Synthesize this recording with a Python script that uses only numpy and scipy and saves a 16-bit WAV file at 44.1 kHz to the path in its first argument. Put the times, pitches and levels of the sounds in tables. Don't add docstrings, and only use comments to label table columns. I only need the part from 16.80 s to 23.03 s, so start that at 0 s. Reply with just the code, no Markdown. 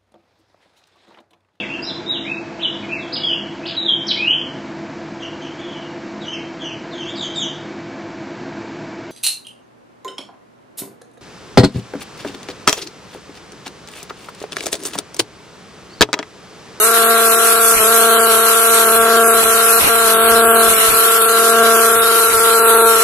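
import sys
import numpy as np
from scipy import signal
from scipy.fft import rfft, irfft, next_fast_len
from scipy.io import wavfile
from scipy.ndimage import uniform_filter1d

SR = 44100
rng = np.random.default_rng(int(sys.argv[2]) if len(sys.argv) > 2 else 0)


def output_pcm(signal):
    pcm = np.clip(np.atleast_2d(signal).T, -1, 1) * 32767
    wavfile.write(sys.argv[1], SR, np.round(pcm).astype(np.int16))


def field_ratio(decibels):
    return 10 ** (np.asarray(decibels, dtype=float) / 20)


N = 274743

# (multiple of firing rate [1], level at mean facing [dB], share of swing [dB/dB],
# share of shading [dB/dB], share lost in a cut firing [0-1], left-right spread [dB/dB])
EXHAUST_ORDERS = [(1, -30, 1.37, 0.99, 0.28, 2.4), (2, -19.5, 1.2, -0.15, 0.78, 1.2),
                  (3, -18, 0.94, 0.96, 0.16, 1.95), (4, -18, 1.23, 0.083, 0.03, 2.1),
                  (5, -22, 0.59, 0.25, 0.78, 1.1), (6, -19, 0.54, -0.27, 0.52, 0.86),
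                  (7, -22.5, 0.59, 0.64, 0.84, 0.42), (8, -41, 0.28, 0.06, 1, .9)]
SILENCER_DELAY_TURNS = [.3, 0, 0, .064, .15, .2175, .257, .286]
SPARK_RETARD = [(-5, 0.014), (-2.5, 0.12), (-1.05, 0.35), (-1.22, 0.33), (2, 0.012), (3.5, 0)]
# (run start [s], time between cuts [s])
CUT_RUNS = [(0.044, 0.035), (.229, .024), (0.3, 0.04), (0.411, 0.026), (0.669, 0.031), (1.183, 0.028),
            (1.307, 0.034), (1.525, 0.027), (1.633, 0.03), (1.803, 0.032), (1.945, 0.025), (2.162, 0.037),
            (2.224, 0.026), (2.296, .0365), (2.543, .033), (2.778, .029), (2.893, 0.04), (3.159, .034),
            (3.288, .0222), (3.49, 0.032), (3.728, 0.024), (4.011, 0.028), (4.42, .036), (4.565, 0.024),
            (4.761, 0.037), (4.871, 0.032), (5.161, 0.04), (5.532, 0.034), (5.793, .0375), (6.161, 0.025)]
# (middle [s], half length [s], sag [Hz])
BITES = [(0.0, .04, 16), (.5, 0.059, 1.9), (1.02, 0.051, 7.8), (1.56, 0.065, 2.85), (1.72, 0.049, 2.22),
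         (2.1, 0.071, 2.74), (2.65, 0.084, 2.92), (3.05, 0.046, 2.39), (3.33, 0.088, 2.94),
         (4.0, .12, 4.08), (4.42, 0.049, 2), (5.57, 0.041, 4.1), (6.22, 0.092, 2.9)]
# (time [s], facing level [dB], body shading of low odd orders [dB],
# ground echo cancelling order 4 [dB])
SWING = [(0.0, -22, -8, -14), (0.31, -18.5, -2, -23), (0.55, -20, -4.5, -23), (0.9, -20.5, -5.5, -17),
         (1.35, -17, -3.5, -15.5), (1.75, -20.5, -6, -16), (2.05, -19, -4, -11), (2.36, -15.5, -2.5, -21),
         (2.85, -20.5, -6, -24), (3.2, -20, -4, -14), (3.57, -15, -3, -16), (3.8, -16, -2, -15),
         (4.1, -21.5, -7, -27), (4.4, -20, -9.5, -19), (4.82, -15.5, -2.5, -23), (5.45, -20.5, -11, -13),
         (6.04, -14.5, -9, -10), (6.23, -20.5, -10.5, -12)]
# (centre [Hz], width [Hz], share removed [1])
SILENCER_HOLLOWS = [(561, 90, 1.1), (822, 80, 1.1)]
# (frequency [Hz], level [dB])
SHAFT_TONES = [
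    (184, -58),
    (368, -41.5),
]
# (frequency [Hz], density [dB/Hz])
CASING_SPECTRUM = [(150, -30), (290, -17.5), (400, -7.5), (560, -21), (810, -16), (1000, -5.5), (1300, 3.5),
                   (1700, -3), (2200, -5.5), (3000, -3), (3600, -4.5), (4100, -2), (4700, -12), (5500, -65)]
SHROUD_SPECTRUM = [(3800, -11.5), (4600, -6), (5500, -3.5), (6500, -6), (7200, -1.5), (8000, -14)]
WEEDS_SPECTRUM = [(6000, -4), (7000, -9), (7800, 0), (8800, -0.5), (10000, -6)]
FAN_SPECTRUM = [(7500, -13), (8800, -3), (9800, 3), (10600, -1), (11500, 3), (12500, -1.5), (13400, -9),
                (14400, -13), (15500, -26)]
# (frequency [Hz], correlation [-1 to 1])
STEREO_LIKENESS = [(150, 1), (400, 1), (1300, -0.4), (2200, 0.14), (3200, -0.41), (6000, 0.19),
                   (14000, -0.07)]
# (frequency [Hz], left over right [dB])
STEREO_TILT = [(60, 3.0), (110, -3), (200, 27), (370, -0.5), (690, 40), (1260, -3.5), (2320, 1), (4270, 2),
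               (7850, -4), (14400, 3.5)]
# (centre [Hz], width [Hz], level [dB])
BLADE_RINGS = [(7700, 100, -16.5), (9630, 290, -22), (10090, 200, -12), (11670, 290, -9.5)]
# (time [s], level [dB])
CUTTING_LOAD = [(0.0, -16), (0.3, -20), (0.62, -17), (1.46, -19.5), (1.96, -17), (2.05, -19.5),
                (2.15, -16.5), (2.3, -24.5), (2.51, -18.5), (3.1, -18.5), (3.65, -20), (3.9, -18.5),
                (4.22, -18), (4.44, -19), (4.75, -21.5), (5.15, -19), (5.75, -19), (5.9, -19.5)]
# (middle [s], half length [s], loss [dB])
SHROUD_DIPS = [(.35, .12, 2.5), (1.3, 0.12, 1.5), (2.17, 0.051, 6), (2.51, 0.073, 4.5), (3.42, 0.082, 20),
               (3.7, 0.093, 21), (4.44, .05, 8), (5.19, .03, 8), (5.94, .12, 21)]
# (middle [s], half length [s], level [dB])
WIND_PUFFS = [(.97, 0.033, -30), (1.917, 0.038, -45), (2.2, 0.034, -36), (2.691, 0.069, -39),
              (3.054, 0.037, -28), (3.15, 0.028, -41), (3.25, .04, -39), (3.48, .09, -35),
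              (3.68, 0.092, -46), (3.903, 0.068, -32), (4.118, 0.038, -27), (4.426, 0.036, -50),
              (5.17, 0.078, -39), (5.56, 0.066, -38)]
# (start [s], end [s], strength [0-1])
HARD_GUSTS = [(0.953, 1.002, 0.61), (2.617, 2.656, 0.73), (2.996, 3.088, 1), (3.886, 3.911, 0.69),
              (3.93, 4.029, 0.35), (4.1, 4.128, 0.82), (5.5, 5.535, 0.48)]
# (frequency [Hz], limit re mean band power [dB])
GUARD_LIMIT = [(1800, -24), (2600, -6.5), (3500, -1), (5200, -1), (6500, -2), (7800, -9), (9000, -15),
               (12300, -13), (13400, -4.5), (14300, 2), (15500, 6.5)]


def rms_one(x):
    return x / np.sqrt(np.mean(x ** 2) + 1e-20)


def in_time(rows):
    time_s, *columns = np.transpose(rows)
    return [np.interp(np.arange(N) / SR, time_s, column) for column in columns]


def at_hz(points, hz):
    point_hz, value = np.transpose(points)
    return np.interp(np.log(hz), np.log(point_hz), value)


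def bumps(rows, order=2):
    t = np.arange(N) / SR
    return sum(height * np.exp(-((t - middle) / half) ** order) for middle, half, height in rows)


def drift(rate_hz):
    r = np.exp(-80 * np.pi * rate_hz / SR)
    white = rng.standard_normal(N // 40 + 2002)
    slow = signal.lfilter([1], [1, -2 * r, r * r], white)[2000:]
    return np.interp(np.arange(N) / 40, np.arange(len(slow)), rms_one(slow))


def cut_times():
    ends = [start for start, _ in CUT_RUNS[1:]] + [N / SR]
    runs = [np.arange(start, end - 3 * step / 4, step) for (start, step), end in zip(CUT_RUNS, ends)]
    return np.concatenate(runs)


def at_cuts(shape, sizes):
    turns = np.arange(-1200, 1201) * 228 / SR
    cuts = (cut_times() * SR).astype(int)
    marks = np.zeros(N)
    marks[cuts] = sizes[:len(cuts)]
    return signal.oaconvolve(marks, shape(turns), "same")


def exhaust(gap, retard):
    sag_hz = bumps(BITES)
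    firing_hz = 228.52 - sag_hz + 0.496 * drift(3.0)
    facing_db, shade_db, echo_db = in_time(SWING)
    swing_db = facing_db + 19.0
    pan_db = 2.5 - 0.28 * swing_db
    crank = 2 * np.pi * np.cumsum(firing_hz) / SR - retard + 0.0076 * drift(63)
    right_lag_ms = 0.042
    half_lag_rad = np.pi * firing_hz * right_lag_ms / 1000
    low_db = 0.5 * drift(47)
    high_db = 0.5 * drift(42) - 0.3 * sag_hz
    echo_db = echo_db + 0.61 * drift(2.9)
    out = np.zeros((2, N))
    for order, delay_turns in zip(EXHAUST_ORDERS, SILENCER_DELAY_TURNS):
        k, level_db, swing_share, shade_share, lost, spread = order
        path_db = echo_db if k == 4 else low_db if k < 4 else high_db
        gain_db = level_db + swing_share * swing_db + shade_share * shade_db + 4.0 + path_db
        gain = field_ratio(gain_db) * (1 - lost * gap)
        phase = k * (crank - 2 * np.pi * delay_turns)
        side = field_ratio(spread * pan_db / 2)
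        out[0] += gain * side * np.cos(phase + k * half_lag_rad)
        out[1] += gain / side * np.cos(phase - k * half_lag_rad)
    return out


def silencer(x):
    open_share = 1 + 0.06 * in_time(SWING)[1]
    for hz, width_hz, share in SILENCER_HOLLOWS:
        band = signal.lfilter(*signal.iirpeak(hz, hz / width_hz, SR), x)
        x = x - np.clip(share * open_share, 0, 1) * band
    return x


def shaft():
    t = np.arange(N) / SR
    out = 0
    for hz, level_db in SHAFT_TONES:
        gain = field_ratio(level_db + 5.0 * drift(2.2))
        out = out + gain * np.sin(2 * np.pi * hz * t + drift(4.6))
    return out


def stereo_noise(spectrum):
    size = next_fast_len(N)
    hz = np.arange(1, size // 2 + 2) * SR / size
    mid, side = rfft(rng.standard_normal((2, size)))
    alike = np.clip(at_hz(STEREO_LIKENESS, hz), -1, 1)
    pair = np.sqrt(1 + alike) * mid + np.sqrt(1 - alike) * side * [[1], [-1]]
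    inside = (hz > spectrum[0][0]) & (hz < spectrum[-1][0])
    balance_db = at_hz(STEREO_TILT, hz) * np.array([[0.5], [-0.5]])
    gain = field_ratio(at_hz(spectrum, hz) + balance_db) * inside
    return rms_one(irfft(pair * gain, size)[:, :N])


def blade():
    out = 0
    for hz, width_hz, level_db in BLADE_RINGS:
        r = np.exp(-1.5 * np.pi * width_hz / SR)
        poles = [1, -2 * r * np.cos(2 * np.pi * hz / SR), r * r]
        ring = signal.lfilter([1], np.convolve(poles, poles), rng.standard_normal((2, N)))
        out = out + field_ratio(level_db + 3.6 * drift(9.8)) * rms_one(ring)
    return out


def hiss(puff):
    fan_db, = in_time(CUTTING_LOAD)
    load_db = fan_db + 18.5
    dip_db = bumps(SHROUD_DIPS, order=4)
    shared = drift(11)
    casing_db = -20.0 + 0.1 * load_db + 0.3 * drift(3.5) - 0.045 * bumps(SHROUD_DIPS)
    casing_db = casing_db + 2.0 * puff + 0.3 * shared + 0.87 * drift(33)
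    shroud_db = -26.0 + 0.033 * load_db - dip_db + 1.2 * shared + 0.68 * drift(23)
    weeds_db = -23.5 + 1.44 * load_db - 0.18 * dip_db + 0.9 * shared + 2.0 * drift(15)
    blow_db = fan_db + 2.0 + 1.9 * puff + 1.1 * shared + 0.55 * drift(22)
    casing = field_ratio(casing_db) * stereo_noise(CASING_SPECTRUM)
    shroud = field_ratio(shroud_db) * stereo_noise(SHROUD_SPECTRUM)
    weeds = field_ratio(weeds_db) * stereo_noise(WEEDS_SPECTRUM)
    fan = field_ratio(blow_db) * stereo_noise(FAN_SPECTRUM)
    tips = 1 + 0.04 * np.sin(2 * np.pi * SHAFT_TONES[1][0] * np.arange(N) / SR)
    return casing + shroud + tips * (weeds + fan) + field_ratio(fan_db - 1.5) * blade()


def filtered(x, order, edge_hz, kind="low"):
    return signal.sosfilt(signal.butter(order, edge_hz, kind, fs=SR, output="sos"), x)


def wind():
    puffs = [(middle, half, field_ratio(level_db)) for middle, half, level_db in WIND_PUFFS]
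    blowing = field_ratio(-46.5) + bumps(puffs)
    low_white, high_white = rng.standard_normal((2, 2, N))
    low = filtered(filtered(low_white, 1, [18, 130], "band"), 1, 500)
    rasp = filtered(high_white, 2, [1750, 2450], "band")
    flap = filtered(high_white, 2, [200, 1600], "band")
    buffet_db = -1.5 + 2.1 * drift(20) + np.array([[2.1], [-2.1]])
    buffet = blowing * field_ratio(buffet_db) * rms_one(low)
    t = np.arange(N) / SR
    gust, ramp_s = 0, 0.0033
    for start, end, strength in HARD_GUSTS:
        gust = gust + strength * np.clip(np.minimum(t - start, end - t) / ramp_s + 0.5, 0, 1)
    tearing = field_ratio(-21.8) * rms_one(rasp) + field_ratio(-23.0 + 4.8 * drift(80)) * rms_one(flap)
    return buffet + gust * tearing, gust


def scene():
    depth = np.clip(1 + 0.25 * rng.standard_normal(size=400), 0.5, 1.2)
    gap = np.clip(at_cuts(lambda turns: np.exp(-(turns / 0.63) ** 2), depth), 0, 1.1)
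    puff = at_cuts(lambda turns: np.exp(-((turns + 0.57) / 2.44) ** 2), depth)
    retard = at_cuts(lambda turns: np.interp(turns, *np.transpose(SPARK_RETARD)), depth)
    air, gust = wind()
    drone = silencer(exhaust(gap, retard)) + shaft()
    return field_ratio(-9.5 * gust) * drone + silencer(hiss(puff)) + air


def noise_guard(x, waver_db):
    hz, _, cells = signal.stft(x, SR, nperseg=1024, noverlap=512)
    power = uniform_filter1d(np.sum(np.abs(cells) ** 2, axis=0), size=4, axis=0)
    held = uniform_filter1d(power, size=4, axis=1)
    guarded = hz > GUARD_LIMIT[0][0]
    blocks = uniform_filter1d(rng.standard_normal(held.shape), size=2, axis=1)
    waver = blocks[np.arange(len(hz)) // 7][:, np.arange(held.shape[1]) // 3]
    waver = waver_db * rms_one(waver) * guarded[:, None]
    limit = field_ratio(2 * at_hz(GUARD_LIMIT, hz + 1)) * power.mean(axis=1) * guarded
    shut = held < limit[:, None] * field_ratio(2 * waver)
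    cells = cells * field_ratio(-0.55 * waver - 0.32)
    return signal.istft(cells * ~shut, nperseg=1024, noverlap=512)[1][:, :N]


def low_pass(x):
    return signal.sosfilt(signal.butter(12, 15030, fs=SR, output="sos"), x)


def record(dry):
    rounded = dry / (1 + (dry / 0.98) ** 6) ** (1 / 6)
    return low_pass(noise_guard(rounded, waver_db=3.5))


dry = scene()
out = record(dry)
output_pcm(out)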